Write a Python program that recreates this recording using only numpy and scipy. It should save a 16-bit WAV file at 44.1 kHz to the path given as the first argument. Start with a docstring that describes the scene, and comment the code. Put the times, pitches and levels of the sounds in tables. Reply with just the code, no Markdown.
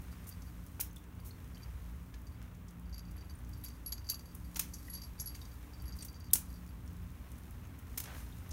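"""A small room with a laminate floor, where cats bat at a teaser toy close to a hand-held phone microphone.
Nearest is a slotted collar bell: its pellet strikes three groups of damped modes, with small rebounds.
Grainy noise bursts make the taps of toy and paws and some noisy clacks of the bell; claws add short
scratchy notes, hard landings knock the board, fur and string crackle and paws slide as lumpy noise.
Further back an appliance drones as resonant noise, with one low thump, under faint hiss and room echoes."""
import sys
import numpy as np
from scipy import signal
from scipy.fft import rfft, irfft
from scipy.io import wavfile
from scipy.ndimage import uniform_filter1d

SR = 44100
rng = np.random.default_rng(int(sys.argv[2]) if len(sys.argv) > 2 else 0)


def unload_audio(sound):
    """Save the sound as a 16-bit wav file, at the path given as the first command line argument."""
    columns = np.transpose(np.atleast_2d(sound))
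    # keep every value between -1 and 1, then stretch to whole-number steps
    steps = np.round(np.clip(columns, -1, 1) * 32767)
    wavfile.write(sys.argv[1], SR, steps.astype(np.int16))


N = 375732  # samples


def gain_of(db):
    """Amplitude factor of a level in dB."""
    return 10 ** (np.asarray(db) / 20)


def evened(x):
    """Scales a signal to rms 1."""
    return x / np.sqrt(np.mean(x ** 2) + 1e-20)


def read(points, hz):
    """Reads a (frequency, value) curve, straight along log frequency."""
    point_hz, value = np.transpose(points)
    return np.interp(np.log(hz + 1), np.log(point_hz + 1), value)


def add(mix, start_s, sound):
    """Adds a sound to the mix in place, cut off where the mix ends."""
    part = mix[round(start_s * SR):][:len(sound)]
    part += sound[:len(part)]


def level(rows):
    """Gain over time of a (time_s, level_db) curve, near silent (-200 dB) outside it."""
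    time_s, level_db = np.transpose(rows)
    return gain_of(np.interp(np.arange(N) / SR, time_s, level_db, -200, -200))


def coloured(x, points):
    """Shapes a signal by a (frequency_hz, level_db) spectrum, then scales it to rms 1."""
    hz = np.fft.rfftfreq(N, 1 / SR)
    return evened(irfft(rfft(x) * gain_of(read(points, hz)), N))


# resonances of the appliance drone: frequency_hz, width_hz (between the -6 dB points), share_db (relative)
DRONE_RESONANCES = [(47.4, 20, -60), (57.5, 5.9, -51.5), (69.4, 19, -51), (88.66, 3.8, -54),
                    (114.2, 11, -57), (139.6, 55, -60.5), (175.55, 6.3, -59), (203.8, 33, -66),
                    (242, 15, -65), (263.3, 6.8, -70), (296.5, 2.6, -67.5), (366.7, 6.5, -78)]
# low hum level, including a low handling or paw thump near 5.86 s: time_s, level_db (rms)
LOW_HUM_LEVEL = [(0.0, -46.5), (.8, -47.5), (2, -47), (4.08, -47.5), (5.4, -47.5), (5.74, -49.5),
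                 (5.86, -43), (6, -46.5), (8.52, -46)]


def low_hum():
    """Noise excites each of the appliance's resonances, so the hum wavers; a brief rise makes the low thump."""
    hz = np.fft.rfftfreq(N, 1 / SR)
    power = np.zeros(len(hz))
    for mode_hz, width_hz, share_db in DRONE_RESONANCES:
        shape = 1 / (1 + (2 * (hz - mode_hz) / width_hz) ** 2) ** 2
        power += gain_of(2 * share_db) / width_hz * shape  # twice the dB makes a power
    hum = irfft(rfft(rng.standard_normal(N)) * np.sqrt(power), N)
    return level(LOW_HUM_LEVEL) * evened(hum)


# colour of the room's hiss: frequency_hz, level_db (relative, per Hz)
AIR_SPECTRUM = [(180, -15), (300, -3), (370, -11), (420, -7.5), (700, -17.5), (1050, -11), (2200, -23.5),
                (3700, -29), (5000, -32.5), (7000, -28), (10000, -29), (14500, -26.5), (16000, -20.5)]


def air():
    """Steady coloured noise: the faint hiss of the room."""
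    air_db = -62  # rms
    return gain_of(air_db) * coloured(rng.standard_normal(N), AIR_SPECTRUM)


# how fast the room's echoes die in each band: frequency_hz, t60_s
ROOM_DECAY = [(1000, 0.35), (2600, 0.27), (7000, 0.2), (15000, 0.16)]


def room(x):
    """Sparse echoes of random sign, one in every 20 samples, each band dying at its own speed."""
    echoes = np.zeros(SR // 2)
    at = np.arange(200, SR // 2 - 20, 20)
    echoes[at + rng.integers(0, 20, at.shape)] = rng.choice([-1., 1.], at.shape)
    hz, t, bands = signal.stft(echoes, SR, nperseg=256)
    decay = gain_of(-60 * t / read(ROOM_DECAY, hz)[:, None])
    tail = signal.istft(bands * decay, SR, nperseg=256)[1]
    return signal.fftconvolve(x, tail / np.linalg.norm(tail))[:N]


# paws and bodies shuffle and slide over the floor: time_s, level_db (rms)
SLIDE_LEVEL = [(0, -64), (.24, -62), (.4, -66), (1.09, -68), (1.8, -64.5), (2.3, -70), (2.42, -64),
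               (2.55, -68.5), (3.05, -67.5), (3.18, -64), (3.35, -66.5), (4.37, -67.5), (5.89, -64),
               (6.1, -67.5), (7.7, -65), (8.03, -63), (8.08, -51.5), (8.17, -55.5), (8.25, -63),
               (8.52, -62)]
# colour of the sliding: frequency_hz, level_db (relative, per Hz)
SLIDE_SPECTRUM = [(180, -45), (300, -4.5), (537, -3), (656, -2), (2000, -4), (5080, -14.5), (16000, -37.5)]


def slide():
    """Friction noise that comes in soft lumps under the stroke."""
    lumps = gain_of(2.0 * evened(uniform_filter1d(rng.standard_normal(N), 180)))
    friction = coloured(rng.standard_normal(N), SLIDE_SPECTRUM)
    return level(SLIDE_LEVEL) * evened(lumps * friction)


# fur and string brushing: time_s, level_db (rms, relative to BRUSH_DB)
BRUSH_LEVEL = [(0, -67), (.8, -69), (1, -82), (1.3, -70.5), (1.85, -69.5), (2.73, -82), (3.66, -69.5),
               (4.01, -74), (4.9, -62), (5.15, -71), (5.4, -65), (5.9, -71.5), (6.03, -65), (6.3, -85),
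               (6.5, -65.5), (6.76, -72.5), (7.5, -69.5), (7.86, -72.5), (7.95, -65), (8.11, -63),
               (8.18, -56.5), (8.29, -65), (8.52, -67.5)]
# colour of the brushing: frequency_hz, level_db (relative, per Hz)
BRUSH_SPECTRUM = [(1500, -37.5), (4000, 2.5), (7000, 3), (10000, 3), (13000, 4), (16000, -0.5)]
BRUSH_DB = 2.0


def brush():
    """Fine hiss with sparse crackles of hairs and string, each dying away exponentially."""
    crackles_per_s, crackle_fade_s = 25., 0.0013
    size_db = 4.0 * np.minimum(rng.exponential(1, N), 3)
    crackle = gain_of(size_db) * (rng.random(N) < crackles_per_s / SR)
    crackle = signal.lfilter([1], [1, -np.exp(-1 / (crackle_fade_s * SR))], crackle)
    hiss = rng.standard_normal(N) * (1 + .9 * crackle)
    return gain_of(BRUSH_DB) * level(BRUSH_LEVEL) * coloured(hiss, BRUSH_SPECTRUM)


# harder landings knock the floorboard: start_s, level_db (gain on all the board's modes)
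BOARD_KNOCKS = [(0.796, -43), (4.558, -57), (4.57, -46), (4.592, -55), (6.332, -52), (6.355, -43),
                (7.977, -47), (7.984, -49)]
# modes of the floorboard: frequency_hz, level_db (relative), t60_s
BOARD_MODES = [(332, 0, 0.013), (550, -13, 0.01), (915, 3, 0.012), (1427, 0.5, 0.013), (2310, -2, 0.016)]


def knocks():
    """The same dull, quickly damped board modes sound at every hard landing."""
    out, t = np.zeros(N), np.arange(2000) / SR
    board = sum(gain_of(db - 60 * t / t60) * np.sin(2 * np.pi * hz * t) for hz, db, t60 in BOARD_MODES)
    for start_s, level_db in BOARD_KNOCKS:
        add(out, start_s, gain_of(level_db) * board)
    return out


# claws touch the floor: start_s, level_db (relative to CLAW_DB), pitch_hz
CLAW_TOUCHES = [(.91, -56, 6300), (0.966, -46, 3500), (1.199, -52, 4660), (1.308, -45, 4320),
                (1.57, -50, 3100), (1.606, -54, 2400), (2.138, -54, 1710), (3.352, -51, 9100),
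                (3.638, -48, 3870), (4.12, -45.5, 2770), (4.135, -48, 1190), (4.687, -52, 9300),
                (4.882, -44.5, 1950), (5.35, -50, 2740), (5.416, -46.5, 3760), (6.023, -37, 8600),
                (6.304, -49, 3700), (6.86, -55, 9200), (7.65, -55.5, 6500), (8.324, -50, 3668)]
CLAW_DB = 3.0


def claws():
    """One short scratchy note a touch: a damped tone roughened by the floor's grain."""
    out, t = np.zeros(N), np.arange(1000) / SR
    rise_s, t60_s = 0.002, 0.024
    for start_s, level_db, pitch_hz in CLAW_TOUCHES:
        grain = 1 + .6 * evened(uniform_filter1d(rng.standard_normal(len(t)), 30))
        fade = gain_of(level_db + CLAW_DB - 60 * t / t60_s)
        rise = 1 - np.exp(-t / rise_s)
        add(out, start_s, fade * rise * grain * np.sin(2 * np.pi * pitch_hz * t))
    return out


def faint_taps():
    """Small touches fall by chance through the play, as rows like the clear taps."""
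    per_s, loudest_db, body_db = 3.5, -63, -12
    bright_hz, contact_ms = (5500, 14500), (1.5, 9)  # ranges
    when, size, bright, touch = rng.random((round(per_s * N / SR), 4)).T
    return list(zip(when * N / SR,
                    loudest_db - 6 * size,
                    np.interp(bright, (0, 1), bright_hz),
                    body_db + 0 * when,
                    np.interp(touch ** 2, (0, 1), contact_ms)))  # the square favours short touches


# toy and paws on the floor, and some noisy clacks of the bell:
# start_s, level_db (rms in 3400 Hz at the brightest, before the shell's colour),
# brightest_hz, body_db (at 2200 Hz, relative to the brightest), contact_ms
CLEAR_TAPS = [(0.0185, -59, 11400, -30, 2.9), (0.2676, -55.5, 12000, -18, 21),
              (0.2894, -49.5, 13800, -24, 11), (0.4195, -56, 5900, -23, 6), (0.664, -57.5, 12000, -8, 2.4),
              (0.7993, -38.5, 13800, -12, 14), (0.8085, -34.5, 13800, -23, 6.1),
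              (0.9305, -60, 13800, -19, 2.4), (0.9605, -55, 10120, -17, 5.4), (1.0388, -64, 8900, -11, 2),
              (1.2012, -60, 12500, -28, 2.6), (1.247, -58.5, 13800, -14, 22), (1.265, -60, 12500, -17, 30),
              (1.4429, -65, 10000, -3, 3.4), (2.1403, -57, 4870, 0, 5.8), (2.2167, -61, 13800, -21, 2.3),
              (2.4167, -64.5, 8900, 7.5, 2.3), (2.4267, -62, 13800, -3, 1.9), (2.6812, -61, 5900, -17, 10),
              (2.7073, -62, 11000, -14, 2.9), (2.7963, -60, 11400, -21, 1.3),
              (2.992, -60.5, 5900, -29, 2.3), (3.388, -61, 10000, -22, 2.8), (3.492, -57, 13800, -20, 1.5),
              (3.6143, -63, 13800, -15, 1.9), (3.645, -53, 13800, -9, 11), (3.683, -59, 13800, -0.5, 7.2),
              (3.9224, -43, 6450, -35, 2), (4.0806, -56, 13800, -29.5, 2.4), (4.0974, -34, 13800, -27, 5),
              (4.192, -58, 13800, -13, 5.9), (4.3487, -50.5, 11300, -27, 6.4), (4.546, -54, 12500, -6, 1.3),
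              (4.558, -40.5, 5860, -7, 6.8), (4.5655, -43, 13800, -8.5, 7),
              (4.593, -31.5, 13500, -8.5, 6.7), (4.737, -45.5, 5900, -46, 9.9),
              (5.198, -39.5, 5740, -44, 9.7), (5.3486, -54.5, 8900, -3, 7.1),
              (5.361, -58.5, 11400, -3.5, 3.6), (5.452, -57, 5900, -15, 2.7),
              (5.8203, -55.5, 13800, -23, 2.8), (5.9645, -58, 12000, -19, 7.6),
              (5.9868, -58, 13800, -23, 7.4), (6.024, -51.5, 8900, -6.5, 8.5),
              (6.0482, -48.5, 13800, -15.5, 8.6), (6.2009, -59, 13800, -21.5, 2),
              (6.2426, -63, 13800, -12, 3), (6.2843, -63.5, 5900, -19, 2.1),
              (6.3114, -54.5, 11400, -24.5, 1.5), (6.3327, -18, 11000, -24.5, 4.8),
              (6.355, -32.5, 11000, -12, 3.3), (6.3704, -55, 11400, -24, 8), (6.6633, -65, 13800, 2, 2.1),
              (6.8773, -57, 5850, -17.5, 2.4), (6.9307, -62, 14100, -27, 1.8),
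              (7.3166, -53, 8800, -26, 2.6), (7.3797, -60, 11300, -27, 8.4), (7.5093, -54, 11400, -29, 1.3),
              (7.7863, -59, 13800, -22, 10), (7.9748, -38, 12000, -11, 9.26),
              (8.0012, -40, 13000, -11.5, 4.9), (8.037, -50, 11400, -7, 6.9), (8.055, -53, 5900, -2, 8.6),
              (8.3832, -61.5, 11400, -14, 3.5), (8.4919, -55, 13800, -21, 3),
              (8.5068, -49.5, 6100, -20, 11)]
# a hollow shell like the toy's colours every tap: frequency_hz, level_db
SHELL_COLOUR = [(2300, 0), (3600, -2), (6300, 1.5), (8500, -1.5), (11600, 0.5), (14000, -3), (16000, 3)]
TAP_FALL_DB = 12  # per octave above the brightest band


def taps(landings):
    """Light bodies tap without a clear ring: a grainy chatter while they touch, then a quick end."""
    out, t, hz = np.zeros(N), np.arange(4096) / SR, np.fft.rfftfreq(4096, 1 / SR)
    end_t60_s = 0.018
    lead = 64  # samples of room ahead of the burst for the filter's spread
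    for start_s, level_db, bright_hz, body_db, contact_ms in landings:
        contact_s = contact_ms / 1000
        chatter = gain_of(2.0 * rng.standard_normal(len(t) // 32).repeat(32))
        held = t / contact_s  # in contact times
        fade_db = -4.0 * held - 60 * np.maximum(t - contact_s, 0) / end_t60_s
        touch = (1 - np.exp(-held / .12)) * gain_of(fade_db)
        burst = rng.standard_normal(len(t)) * chatter * touch
        # rms 1 in each 3400 Hz of the noise during the contact
        burst /= np.sqrt(np.mean(burst[:round(contact_s * SR)] ** 2) * 3400 / (SR / 2))
        tone = [(300, body_db - 23), (900, body_db - 7.5), (2200, body_db), (bright_hz, 0),
                (16000, -TAP_FALL_DB * np.log2(16000 / bright_hz))]
        tone_db = read(tone, hz) + read(SHELL_COLOUR, hz)
        tap = irfft(rfft(burst) * gain_of(tone_db))
        add(out, start_s - lead / SR, gain_of(level_db) * np.roll(tap, lead))
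    return out


# spells in which the pellet also rolls about with faint strikes:
# start_s, end_s, low_ring_db (middle of the scatter), freedom (from the fur, a mean factor on t60)
ROLLING_SPELLS = [(0.099, .16, -72, .7), (0.304, .49, -72, .7), (1.534, 1.64, -66, 0.4),
                  (2.26, 2.36, -69, 0.51), (2.851, 3.4, -63, 0.48), (3.523, 3.76, -69, 0.85),
                  (3.846, 4.359, -65, .8), (4.73, 5.079, -60, .85), (5.151, 5.554, -67, .72),
                  (5.72, 6.27, -66, 0.83), (6.487, 6.704, -72, 0.68)]


def rolling():
    """Faint strikes at chance moments of each rolling spell, as rows like the clear strikes."""
    per_s, scatter_db = 16, 4
    high_ring_db = -7.5  # under the low ring, before the scatter
    rows = []
    for start_s, end_s, ring_db, _ in ROLLING_SPELLS:
        length_s = end_s - start_s
        when = rng.random(round(per_s * round(length_s, ndigits=1)))
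        low_db, high_db = ring_db + scatter_db * rng.standard_normal((len(when), 2)).T
        rows += zip(start_s + when * length_s, low_db, high_db + high_ring_db)
    return rows


def freedom(start_s):
    """How freely the bell hangs in the spell last begun, varied by a share from strike to strike."""
    scatter = .15
    spell = max(np.searchsorted([row[0] for row in ROLLING_SPELLS], start_s) - 1, 0)
    return ROLLING_SPELLS[spell][-1] * (1 + scatter * rng.standard_normal())


# clear pellet strikes: start_s, low_ring_db, high_ring_db (levels before the flutter)
BELL_STRIKES = [(0.1151, -63, -74), (0.313, -55, -73), (0.4189, -63, -74), (0.4683, -63, -71),
                (1.5467, -54, -68), (1.558, -58, -71), (1.6316, -52, -67), (2.268, -57, -78),
                (2.9273, -50.5, -70), (2.9424, -51, -56), (2.9606, -57, -81), (2.9798, -51.5, -51.5),
                (2.9931, -54, -76), (3.0884, -66, -75), (3.1073, -69, -80), (3.1642, -68.5, -60),
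                (3.18, -56, -65), (3.245, -61, -63), (3.296, -51.5, -60), (3.532, -53, -75),
                (3.5754, -74, -59), (3.638, -55, -43), (3.661, -47, -51), (3.7, -57, -67),
                (3.7368, -64, -74), (3.8613, -46.5, -38), (3.8865, -54, -43), (3.922, -35, -37.5),
                (3.9793, -50.5, -60), (4.0438, -55, -61), (4.066, -53, -63), (4.089, -34.5, -50),
                (4.0982, -33.5, -36.5), (4.1428, -43, -51), (4.1936, -51.5, -69), (4.2563, -58, -59),
                (4.446, -63, -63), (4.7355, -50.5, -51), (4.7846, -59, -60), (4.8504, -60, -63),
                (4.8986, -55, -46), (4.936, -47, -41.5), (4.9489, -45.5, -45), (4.971, -48, -60),
                (5.017, -46, -54), (5.033, -47, -51), (5.058, -60, -61), (5.19, -53, -53),
                (5.1988, -45, -47), (5.2063, -63, -38), (5.2588, -49, -38.5), (5.272, -43.5, -46.5),
                (5.304, -57, -57), (5.346, -50, -61), (5.4136, -52.5, -59), (5.453, -56, -75),
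                (5.516, -60, -76.5), (5.734, -57, -82), (5.799, -57, -78), (5.8551, -58, -56),
                (5.8793, -53.5, -55), (5.9232, -50, -64), (5.9534, -63, -66), (5.9874, -49, -63),
                (6.0077, -47.5, -59), (6.083, -49.5, -60), (6.142, -55.5, -73), (6.2057, -56, -80),
                (6.2416, -59, -77), (6.5015, -60, -63), (6.54, -64, -66), (6.69, -63, -62.5)]
# modes of the bell in three groups, low ring, high ring, clack; close pairs beat:
# frequency_hz (before the scatter), level_db (relative, before the scatter), t60_s (at a freedom of 1)
BELL_MODES = [
    [(4490, -11, .035), (4655, 0, .11), (4712, -5, .09), (4810, -11, .035), (5035, -15, .04)],
    [(11287, 0, .16), (11520, -15, .09), (11610, -5, .07), (13950, -26, .03), (14800, -24, .03)],
    [(5300, -4, .035), (5800, -2, .045), (6200, 0, .05), (6700, -3, .04), (7400, -8, .03), (8400, -12, .02)],
]
# pitch scatter of each group from strike to strike, as a share
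PITCH_SCATTER = [0.0016, 0.00019, 0.015]
# how strongly the pellet's small rebounds drive each group, as a factor
REBOUND_SHARE = [0.24, 0.088, 0.94]
# how far the pellet's grit smears each group, as a factor
GRIT_SHARE = [.3, .04, 1.6]
CLACK_DB = -8  # the wall clack, under the low ring


def bell():
    """Strikes and rebounds ring three groups of modes; the landing spot varies their shares, fur chokes them."""
    out, t = np.zeros(N), np.arange(7000) / SR
    rise = 1 - np.exp(-t / 0.00095)
    spot_scatter_db, first_lag_s, lag_spread_s = 5.2, 0.0027, 0.028
    for start_s, low_db, high_db in BELL_STRIKES + rolling():
        group_db = low_db, high_db, low_db + CLACK_DB
        free = freedom(start_s)
        when, size = rng.random((2, 6))  # six rebounds, the late ones weaker
        lags_s = first_lag_s + when * lag_spread_s * free
        sizes = size * (1 - when)
        scrape = evened(uniform_filter1d(rng.standard_normal(len(t)), 40))
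        groups = zip(BELL_MODES, group_db, PITCH_SCATTER, REBOUND_SHARE, GRIT_SHARE)
        for modes, strike_db, loose, rebound, grit in groups:
            hz, mode_db, t60 = np.transpose(modes)[:, :, None]
            spot, bend = rng.standard_normal((2, *hz.shape))
            fade = gain_of(mode_db + spot_scatter_db * spot - 60 * t / (t60 * max(free, .1)))
            tones = np.sin(2 * np.pi * hz * (1 + loose * bend) * t)
            ring = rise * (1 + grit * scrape) * (fade * tones).sum(0)
            jingle = ring.copy()
            for lag_s, part in zip(lags_s, sizes):
                add(jingle, lag_s, rebound * part * ring)
            # the blow sets the strength of the first 10 ms, however the modes share it
            strength = np.sqrt(2 * np.mean(jingle[:441] ** 2))
            add(out, start_s, gain_of(strike_db) * jingle / strength)
    # the rolling pellet brushes the wall and makes the ring flutter
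    wander = uniform_filter1d(uniform_filter1d(rng.standard_normal(N), 150), 150)
    flutter_db = 1.8 * evened(wander)
    return out * gain_of(flutter_db)


def scene():
    """Close sounds, their room echoes and the background, on one channel."""
    landings = CLEAR_TAPS + faint_taps()
    ring, board, touches = bell(), knocks(), claws()
    wet = room(gain_of(-15.0) * ring + gain_of(-10.5) * board + gain_of(-9.5) * touches)
    draws = 4  # several independent noise draws are summed, so that the echoes of the taps sound smooth
    tap_echoes = sum(room(taps(landings)) for _ in range(draws)) / np.sqrt(draws)
    wet += gain_of(-7.5) * tap_echoes
    close = ring + taps(landings) + board + touches + brush() + slide()
    return (close + wet + low_hum() + air())[None]


# dips from the phone's case and port: frequency_hz, width_hz (at half the dip's dB), level_db
MICROPHONE_DIPS = [(4580, 1320, -4), (7680, 1300, -3.5), (10400, 310, -8)]
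EDGE_HZ = 15800  # upper band limit


def record(dry):
    """The dips of the phone microphone, then the band limit."""
    hz = np.linspace(0, SR / 2, 513)
    dips_db = sum(db / (1 + (2 * (hz - f) / width) ** 2) for f, width, db in MICROPHONE_DIPS)
    # minimum phase keeps the root of the gain, hence twice the dB
    mic = signal.minimum_phase(signal.firwin2(511, hz, gain_of(2 * dips_db), fs=SR))
    heard = signal.oaconvolve(dry, mic[None])[:, :N]
    band_limit = signal.firwin(511, EDGE_HZ, window=("kaiser", 9), fs=SR)
    return signal.oaconvolve(heard, band_limit[None], "same")


dry = scene()
out = record(dry)
unload_audio(out)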